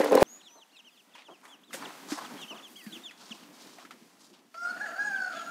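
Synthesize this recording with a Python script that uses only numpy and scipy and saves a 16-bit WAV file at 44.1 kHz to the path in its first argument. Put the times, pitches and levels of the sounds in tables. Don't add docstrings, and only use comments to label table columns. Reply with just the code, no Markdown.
import sys
import numpy as np
from scipy import signal
from scipy.io import wavfile
from scipy.ndimage import uniform_filter1d

SR = 44100
rng = np.random.default_rng(int(sys.argv[2]) if len(sys.argv) > 2 else 0)


def digitize_waveform(pressure):
    field = np.atleast_2d(pressure).T
    bounded = np.clip(field, -1, 1)
    quanta = np.round(bounded * 32767).astype(np.int16)
    wavfile.write(sys.argv[1], SR, quanta)


N = 242550
TIME = np.arange(N) / SR


def undb(db):
    return 10 ** (np.asarray(db) / 20)


def unit(x):
    return x / np.sqrt(np.mean(x ** 2))


def curves(table):
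    s, *columns = np.transpose(table)
    return [np.interp(TIME, s, c) for c in columns]


def ring(x, hz, width_hz):
    return signal.lfilter(*signal.iirpeak(min(hz, .45 * SR), hz / width_hz, SR), x)


def body(x, modes):
    return sum((-1) ** k * undb(db) * ring(x, hz, w) for k, (hz, w, db) in enumerate(modes))


def walk(rate):
    hold = int(SR / rate)
    steps = np.repeat(rng.standard_normal(N // hold + 1), hold)
    smooth = uniform_filter1d(uniform_filter1d(steps, hold), hold)
    return unit(smooth[:N])


def grains(per_s, spread_db):
    return (rng.random(N) < per_s / SR) * rng.standard_normal(N) * undb(spread_db * rng.exponential(size=N))


def add(out, s, x):
    i = int(s * SR)
    out[i:i + len(x)] += x[:N - i]


def herd_stirring(crush):
    # time in seconds, trampling in dB, leaf rustle in dB.
    herd_levels = [(.23, -61, -62), (.6, -73.5, -68), (1.69, -63.5, -67), (1.75, -45.5, -48.5),
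                   (2.0, -56, -54), (2.4, -53, -53.5), (2.8, -63, -62), (2.98, -56.5, -55.5),
                   (3.13, -66.5, -64), (3.27, -56.5, -59), (3.9, -61, -61), (4.5, -66, -68),
                   (4.7, -58.5, -59), (5.5, -57, -56.5)]
    trample_db, stir_db = curves(herd_levels)
    thuds = ring(ring(rng.standard_normal(N), 250., 200.), 250., 200.)
    out = undb(trample_db + 3 * walk(30)) * unit(thuds)
    for hz, db in [(800, -0.5), (2000, -6.0), (5000, -6.5), (11000, -11.0)]:
        shifted = np.roll(crush, hz)
        out += undb(stir_db + db + 2.0 * walk(7.8)) * unit(ring(shifted, hz, hz))
    return out


def leaf_bursts(crush):
    # start in seconds, length in seconds, crunch in dB, hiss in dB, hiss centre in Hz.
    rustles = [(1.149, 0.11, -58, -54, 2180), (1.43, 0.14, -57, -65, 6500),
               (1.727, 0.069, -55, -46.5, 7100), (1.802, 0.14, -48, -85, 4000),
               (2.084, 0.12, -49.5, -47, 4740), (2.173, 0.11, -44, -53, 2800),
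               (2.411, 0.014, -57, -51.5, 6940), (2.543, 0.1, -54.5, -66, 4000),
               (2.67, 0.38, -80, -62, 10600), (3.175, 0.32, -60.5, -56.5, 4010),
               (3.53, 0.34, -96, -60, 4540), (3.767, 0.095, -55.5, -59, 2870),
               (4.19, 0.16, -69.5, -62, 4850), (4.328, 0.085, -64.5, -61, 2950),
               (5.32, .18, -83, -53, 2940)]
    crunch_centre_hz = 1030
    out = np.zeros(N)
    patchy = undb(2.2 * walk(90))

    def band(x, hz):
        width_hz = 1.1 * hz
        return unit(ring(ring(x, hz, width_hz), hz, width_hz))

    for s, length, crunch_db, hiss_db, hiss_hz in rustles:
        i, u = int(s * SR), np.linspace(0, 1, int(length * SR))
        now = slice(i, i + len(u))
        swell = 1.25 * np.sin(np.pi * u ** .5).clip(0) ** .75
        source = crush[::-1][now]
        crunch = undb(crunch_db) * band(source, crunch_centre_hz)
        hiss = undb(hiss_db) * band(source, hiss_hz)
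        add(out, s, swell * patchy[now] * (crunch + hiss))
    return out


def snaps_and_knocks():
    # start in seconds, level in dB, ring in Hz, crack in dB relative to the ring.
    snaps = [(1.152, -38.5, 960, -1), (1.453, -50.5, 1520, 13.5), (1.707, -41.5, 1257, -3),
             (1.731, -30.5, 2070, 1), (1.736, -32, 3700, 0.5), (1.743, -29.5, 533, 0.5),
             (2.119, -18, 299, -8), (2.864, -28, 213, -9), (3.11, -39, 1950, 1), (3.306, -31.5, 227, -10),
             (3.784, -38, 710, 0), (3.85, -38.5, 1314, 1), (3.908, -33.5, 1316, 1.5),
             (4.543, -47.5, 2220, 7.5)]
    t60_at_1khz_s, t60_slope = 0.029, 0.64
    out, t = np.zeros(N), TIME[:SR // 5]
    for s, db, hz, crack_db in snaps:
        t60 = t60_at_1khz_s * (1000 / hz) ** t60_slope
        tone = np.sin(2 * np.pi * hz * t) * (1 - np.exp(-t * hz)) * 1000. ** (-t / t60)
        crack = np.exp(-t / 0.014) * ring(rng.standard_normal(len(t)), 1720.0, 1040.0)
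        add(out, s, undb(db) * (tone + undb(crack_db) * crack))
    return out


def cattle():
    crush = unit(grains(1500, 2)) + 1.5 * rng.standard_normal(N)
    return herd_stirring(crush) + leaf_bursts(crush) + snaps_and_knocks()


def whistle(length, top_hz, end_hz, top, bend, db, start_hz, loudest, buzz, second_db):
    u = np.linspace(0, 1, int(length * SR))
    before_top = np.clip(1 - u / top, 0, 1) ** 2.4
    after_top = np.clip((u - top) / (1 - top), 0, 1) ** bend
    hz = top_hz - (top_hz - start_hz) * before_top - (top_hz - end_hz) * after_top
    waver = 1 + .012 * np.roll(walk(70), -SR)[:len(u)]
    phase = 2 * np.pi * np.cumsum(hz * waver) / SR
    swell = np.sin(np.pi * u ** (np.log(.5) / np.log(loudest))).clip(0)
    chop = 1 + buzz * np.sin(2 * np.pi * 170 * length * u + 3 * np.sin(60 * length * u))
    return undb(db) * swell, chop * np.sin(phase), undb(second_db) * np.sin(2 * phase)


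def chicks():
    # start in seconds, length in seconds, top in Hz, rise to the top in seconds, level in dB.
    peeps = [(0.24, 0.035, 3700, 0.0028, -62.5), (0.392, .033, 4000, 0.0015, -59),
             (0.411, 0.08, 4250, 0.022, -57), (0.43, 0.086, 3800, 0.0039, -57),
             (0.546, 0.094, 4200, 0.015, -58.5), (0.681, 0.12, 4600, 0.015, -64.5),
             (0.694, 0.11, 4330, 0.05, -61), (0.727, 0.05, 2900, 0.014, -56),
             (0.765, 0.047, 3836, .006, -53.5), (0.842, 0.059, 3200, 0.014, -56),
             (0.891, 0.096, 4850, 0.032, -64), (0.912, 0.073, 3500, 0.0019, -64.5),
             (0.98, 0.034, 3600, 0.0017, -58.5), (1.101, 0.036, 3210, .002, -63),
             (1.136, 0.029, 3600, 0.0035, -54.5), (1.248, 0.042, 3710, 0.0017, -56),
             (1.3, 0.065, 3260, 0.015, -57.5), (1.476, 0.089, 3500, 0.021, -56.5),
             (1.632, 0.093, 3910, 0.021, -61.5), (1.805, 0.06, 4690, 0.02, -47),
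             (2.245, 0.031, 3600, 0.0012, -49), (2.361, 0.083, 4250, 0.02, -53.5),
             (2.373, 0.08, 3300, 0.018, -50), (2.408, 0.06, 3800, 0.0033, -50.5),
             (2.477, 0.059, 3180, 0.013, -43), (2.543, 0.043, 3750, 0.0014, -50.5),
             (2.58, 0.026, 3800, 0.0025, -48.5), (2.62, 0.069, 3500, 0.014, -50),
             (2.686, 0.27, 4800, .015, -54.5), (2.743, 0.24, 4440, 0.01, -62),
             (2.755, 0.067, 3320, 0.018, -50.5), (2.919, 0.058, 3504, 0.02, -46.5),
             (3.034, 0.07, 3840, 0.0019, -47), (3.302, 0.03, 3750, 0.0009, -41.5),
             (3.411, 0.039, 3400, 0.0022, -56), (5.146, 0.045, 3750, 0.001, -50),
             (5.335, 0.11, 3586, 0.017, -55)]
    start_hz, end_hz, fade_s = 2600, 2437, 0.0029
    windpipe_hz, windpipe_width_hz = 3250, 800
    overtone_hz, overtone_db = 6350, -13
    late_dive_hz_s = 105
    out = np.zeros(N)
    for s, length, top_hz, rise, db in peeps:
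        bend = 1 + (length - rise) * (top_hz - end_hz) / late_dive_hz_s * min(rise / .006, 1)
        _, note, overtones = whistle(length, top_hz, end_hz, rise / length, bend, db,
                                     start_hz, 0.41, 0.15, overtone_db)
        t = TIME[:len(note)]
        fade = np.clip(np.minimum(t, length - t) / fade_s, 0, 1)
        growth = undb(-8 * (0.5 - t / length))
        piped = ring(note, windpipe_hz, windpipe_width_hz)
        voice = .12 * note + piped + ring(overtones, overtone_hz, 2000)
        add(out, s, undb(db) * fade * growth * voice)
    return out * undb(3 * walk(70))


def wild_birds():
    # start in seconds, top in Hz, level in dB.
    buzzy_calls = [(0.246, 6770, -47), (0.453, 6130, -55.5)]
    # start in seconds, length in seconds, start in Hz, end in Hz, level in dB.
    glides = [(0.493, 0.18, 990, 865, -60), (2.746, 0.24, 2574, 1280, -54.5),
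              (2.885, 0.17, 299.3, 352, -49.5)]
    call_s, rise_hz, sag_hz, top_at, loudest_at, buzz = 0.17, 1150, 60, 0.6, 0.5, 0.4
    calls = [(s, call_s, hz, hz - sag_hz, top_at, 1, db, hz - rise_hz, loudest_at, buzz)
             for s, hz, db in buzzy_calls]
    calls += [(s, length, hz, end_hz, .02, .63, db, hz, .4, .1)
              for s, length, hz, end_hz, db in glides]
    out = np.zeros(N)
    for s, *shape in calls:
        swell, note, overtones = whistle(*shape, second_db=-17.0)
        envelope = swell ** 1.318 / swell.max() ** 0.29
        add(out, s, envelope * (note + overtones))
    return out


def hen():
    # start in seconds, level in dB.
    clucks = [(0.553, -54), (1.283, -44), (2.506, -41)]
    # centre in Hz, width in Hz, level in dB.
    hen_throat = [(330, 190, 0), (675, 210, 4), (1120, 200, 2)]
    cluck_s, start_hz, end_hz = 0.056, 278, 384
    out = np.zeros(N)
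    u = np.linspace(0, 1, int(cluck_s * SR))
    turns = np.cumsum(start_hz + (end_hz - start_hz) * u) / SR
    pulses = np.diff(np.floor(turns), prepend=0)
    swell = np.sin(np.pi * u ** 0.26) ** 0.48
    for s, db in clucks:
        breath = 0.13 * rng.standard_normal(len(u))
        add(out, s, -undb(db) * swell * (pulses + breath))
    return 20.8 * body(out, hen_throat)


def churn():
    # time in seconds, slosh in dB, spray in dB.
    slosh_levels = [(0, -22.5, -34), (.1, -32.5, -43.5), (.125, -18.5, -48.5), (.17, -20.5, -39),
                    (.2, -23, -37), (.228, -19.5, -27)]
    # centre in Hz, width in Hz, level in dB.
    pot_modes = [(265.6, 66, -9.5), (422, 101, -4), (530, 60, 3), (830, 121.5, -7.5), (1030, 90, -8.5),
                 (1700, 950, -23.5)]
    # start in seconds, blow in dB, splash in dB.
    knocks = [(0.0, -9, -33), (0.045, -18, -30.5), (0.120, -7, -30.5), (0.152, -4, -19),
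              (0.209, -19.5, -33), (0.2183, -2, -30.5), (0.2234, -3, -27)]
    # start in seconds, initial pitch in Hz, peak in dB.
    drops = [(.015, 1950, -27), (.038, 1820, -32), (.099, 6400, -35.5), (.131, 2480, -29.5),
             (.185, 4020, -28)]
    air_start_hz, air_sag_hz_per_s, air_db = 312, 265, -6.5
    slosh_db, spray_db = curves(slosh_levels)
    blows, splash, t = np.zeros(N), np.zeros(N), TIME[:SR // 50]
    for s, db, splash_db in knocks:
        add(blows, s, undb(db) * np.hanning(int(0.0016 * SR)))
        spatter = ring(rng.standard_normal(len(t)), 3700.0, 11100.0)
        add(splash, s, undb(splash_db) * np.exp(-t / 0.0025) * spatter)
    for s, hz, db in drops:
        plop = np.e * t / .0011 * np.exp(-t / .0011)
        add(splash, s, undb(db) * plop * np.sin(2 * np.pi * hz * t * (1 + 4 * t)))
    fizz = sum(undb(4 * walk(120) - 2.2 * k) * unit(ring(rng.standard_normal(N), hz, .3 * hz))
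               for k, hz in enumerate(1300 * 1.35 ** np.arange(8)))
    slosh = unit(grains(900, 2.5)) + .3 * rng.standard_normal(N)
    air_turns = (air_start_hz - air_sag_hz_per_s * TIME / 2) * TIME
    air = undb(air_db + 3 * walk(40)) * np.sin(2 * np.pi * air_turns)
    liquid = undb(slosh_db) * (unit(body(slosh, pot_modes)) + air)
    return 3.15 * body(blows, pot_modes) + liquid + splash + undb(spray_db) * unit(fizz)


def rooster():
    # time in seconds, pitch in Hz, level in dB, hoarseness (limited to 0-1).
    crow = [(4.535, 628, -73, 0.22), (4.547, 663, -44.5, 0.38), (4.6, 692.4, -44, 0),
            (4.655, 704, -32, 0.14), (4.715, 727.7, -38.5, 0.17), (4.745, 687.4, -55.5, 1.1),
            (4.805, 719, -43, 0.69), (4.818, 841.4, -33.5, 0.1), (4.852, 837, -35.5, 0.28),
            (4.875, 692, -44, 1.15), (4.94, 672, -49, 0.76), (4.995, 816, -29, 0.06),
            (5.04, 842.5, -30, 0.05), (5.095, 830, -35, 0.21), (5.12, 786.4, -34.5, 0.12),
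            (5.27, 737.7, -37, 0.26), (5.34, 662.6, -46.5, 0.8), (5.39, 674, -41.5, 0.33),
            (5.45, 680, -47.5, 0.51), (5.5, 699, -39, 0.03)]
    # frequency in Hz, level in dB.
    throat = [(2000, -29), (3900, -42), (4400, -15), (4950, -26), (5350, -24), (5800, -31), (6200, -36),
              (6750, -21), (7200, -38), (8400, -36), (11000, -50)]
    # delay in seconds, level in dB.
    echoes = [(.058, -9), (0.361, -17.5)]
    fundamental_db, fundamental_hoarse_db = -21.5, 22.5
    hz, db, hoarse = curves(crow)
    hoarse = np.clip(hoarse, 0, 1)
    first_db = fundamental_db + fundamental_hoarse_db * hoarse ** 0.68
    wobble = 1 + 0.0456 * hoarse * walk(400) + 0.00276 * walk(60)
    phase = 2 * np.pi * np.cumsum(hz * wobble) / SR
    shape_hz, shape_db = np.transpose(throat)
    voice = undb(first_db + 4 * walk(70)) * np.sin(phase) + undb(2 * walk(45)) * np.sin(2 * phase)
    bright = undb(-.45 * (db + 38))
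    for k in range(3, 16):
        throat_db = np.interp(np.log(k * hz), np.log(shape_hz), shape_db)
        partial = undb(throat_db + 3.5 * walk(18) - 10 * hoarse)
        voice += bright * partial * (1 + .6 * walk(300)) * np.sin(k * phase)
    voice += .9 * hoarse ** 3 * undb(2 * walk(60)) * np.sin(5 * phase / 2)
    throb_phase = 2 * np.pi * np.cumsum(45 + 30 * walk(40)) / SR
    throb = 1 + np.clip(2.2 * hoarse, 0, .55) * np.sin(throb_phase)
    breath = unit(ring(rng.standard_normal(N), 1460.0, 500.0))
    breath += 0.76 * unit(ring(rng.standard_normal(N), 625.0, 170.0))
    for f in (2750., 4650., 6750.):
        breath += bright * 0.22 * undb(2.0 * walk(60)) * unit(ring(rng.standard_normal(N), f, 220.0))
    breath *= undb(-8.5) * (0.074 + hoarse)
    call = undb(db) * (np.sqrt(2) * voice * throb + breath) * (TIME > crow[0][0])
    out = call.copy()
    for lag, echo_db in echoes:
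        add(out, lag, undb(echo_db) * call)
    return out


def shed_tail(voices):
    t60_s, tail_db = .6, -10
    t = TIME[:int(t60_s * SR)]
    tail = rng.standard_normal(len(t)) * 1000. ** (-t / t60_s) * (t > .008)
    return undb(tail_db) * signal.fftconvolve(voices, tail / np.sqrt(np.sum(tail ** 2)))[:N]


def scene():
    cut_s = .2285
    near, far = chicks() + wild_birds() + hen(), rooster()
    shed = near + far + shed_tail(far + 0.65 * near) + cattle()
    bass_cut = signal.butter(4, 150, "high", fs=SR, output="sos")
    both = signal.sosfilt(bass_cut, [churn(), shed])
    return np.where(TIME < cut_s, *both)[None]


def record(dry):
    top_hz = 15600
    return signal.sosfilt(signal.ellip(10, .2, 70, top_hz, fs=SR, output="sos"), dry)


dry = scene()
out = record(dry)
digitize_waveform(out)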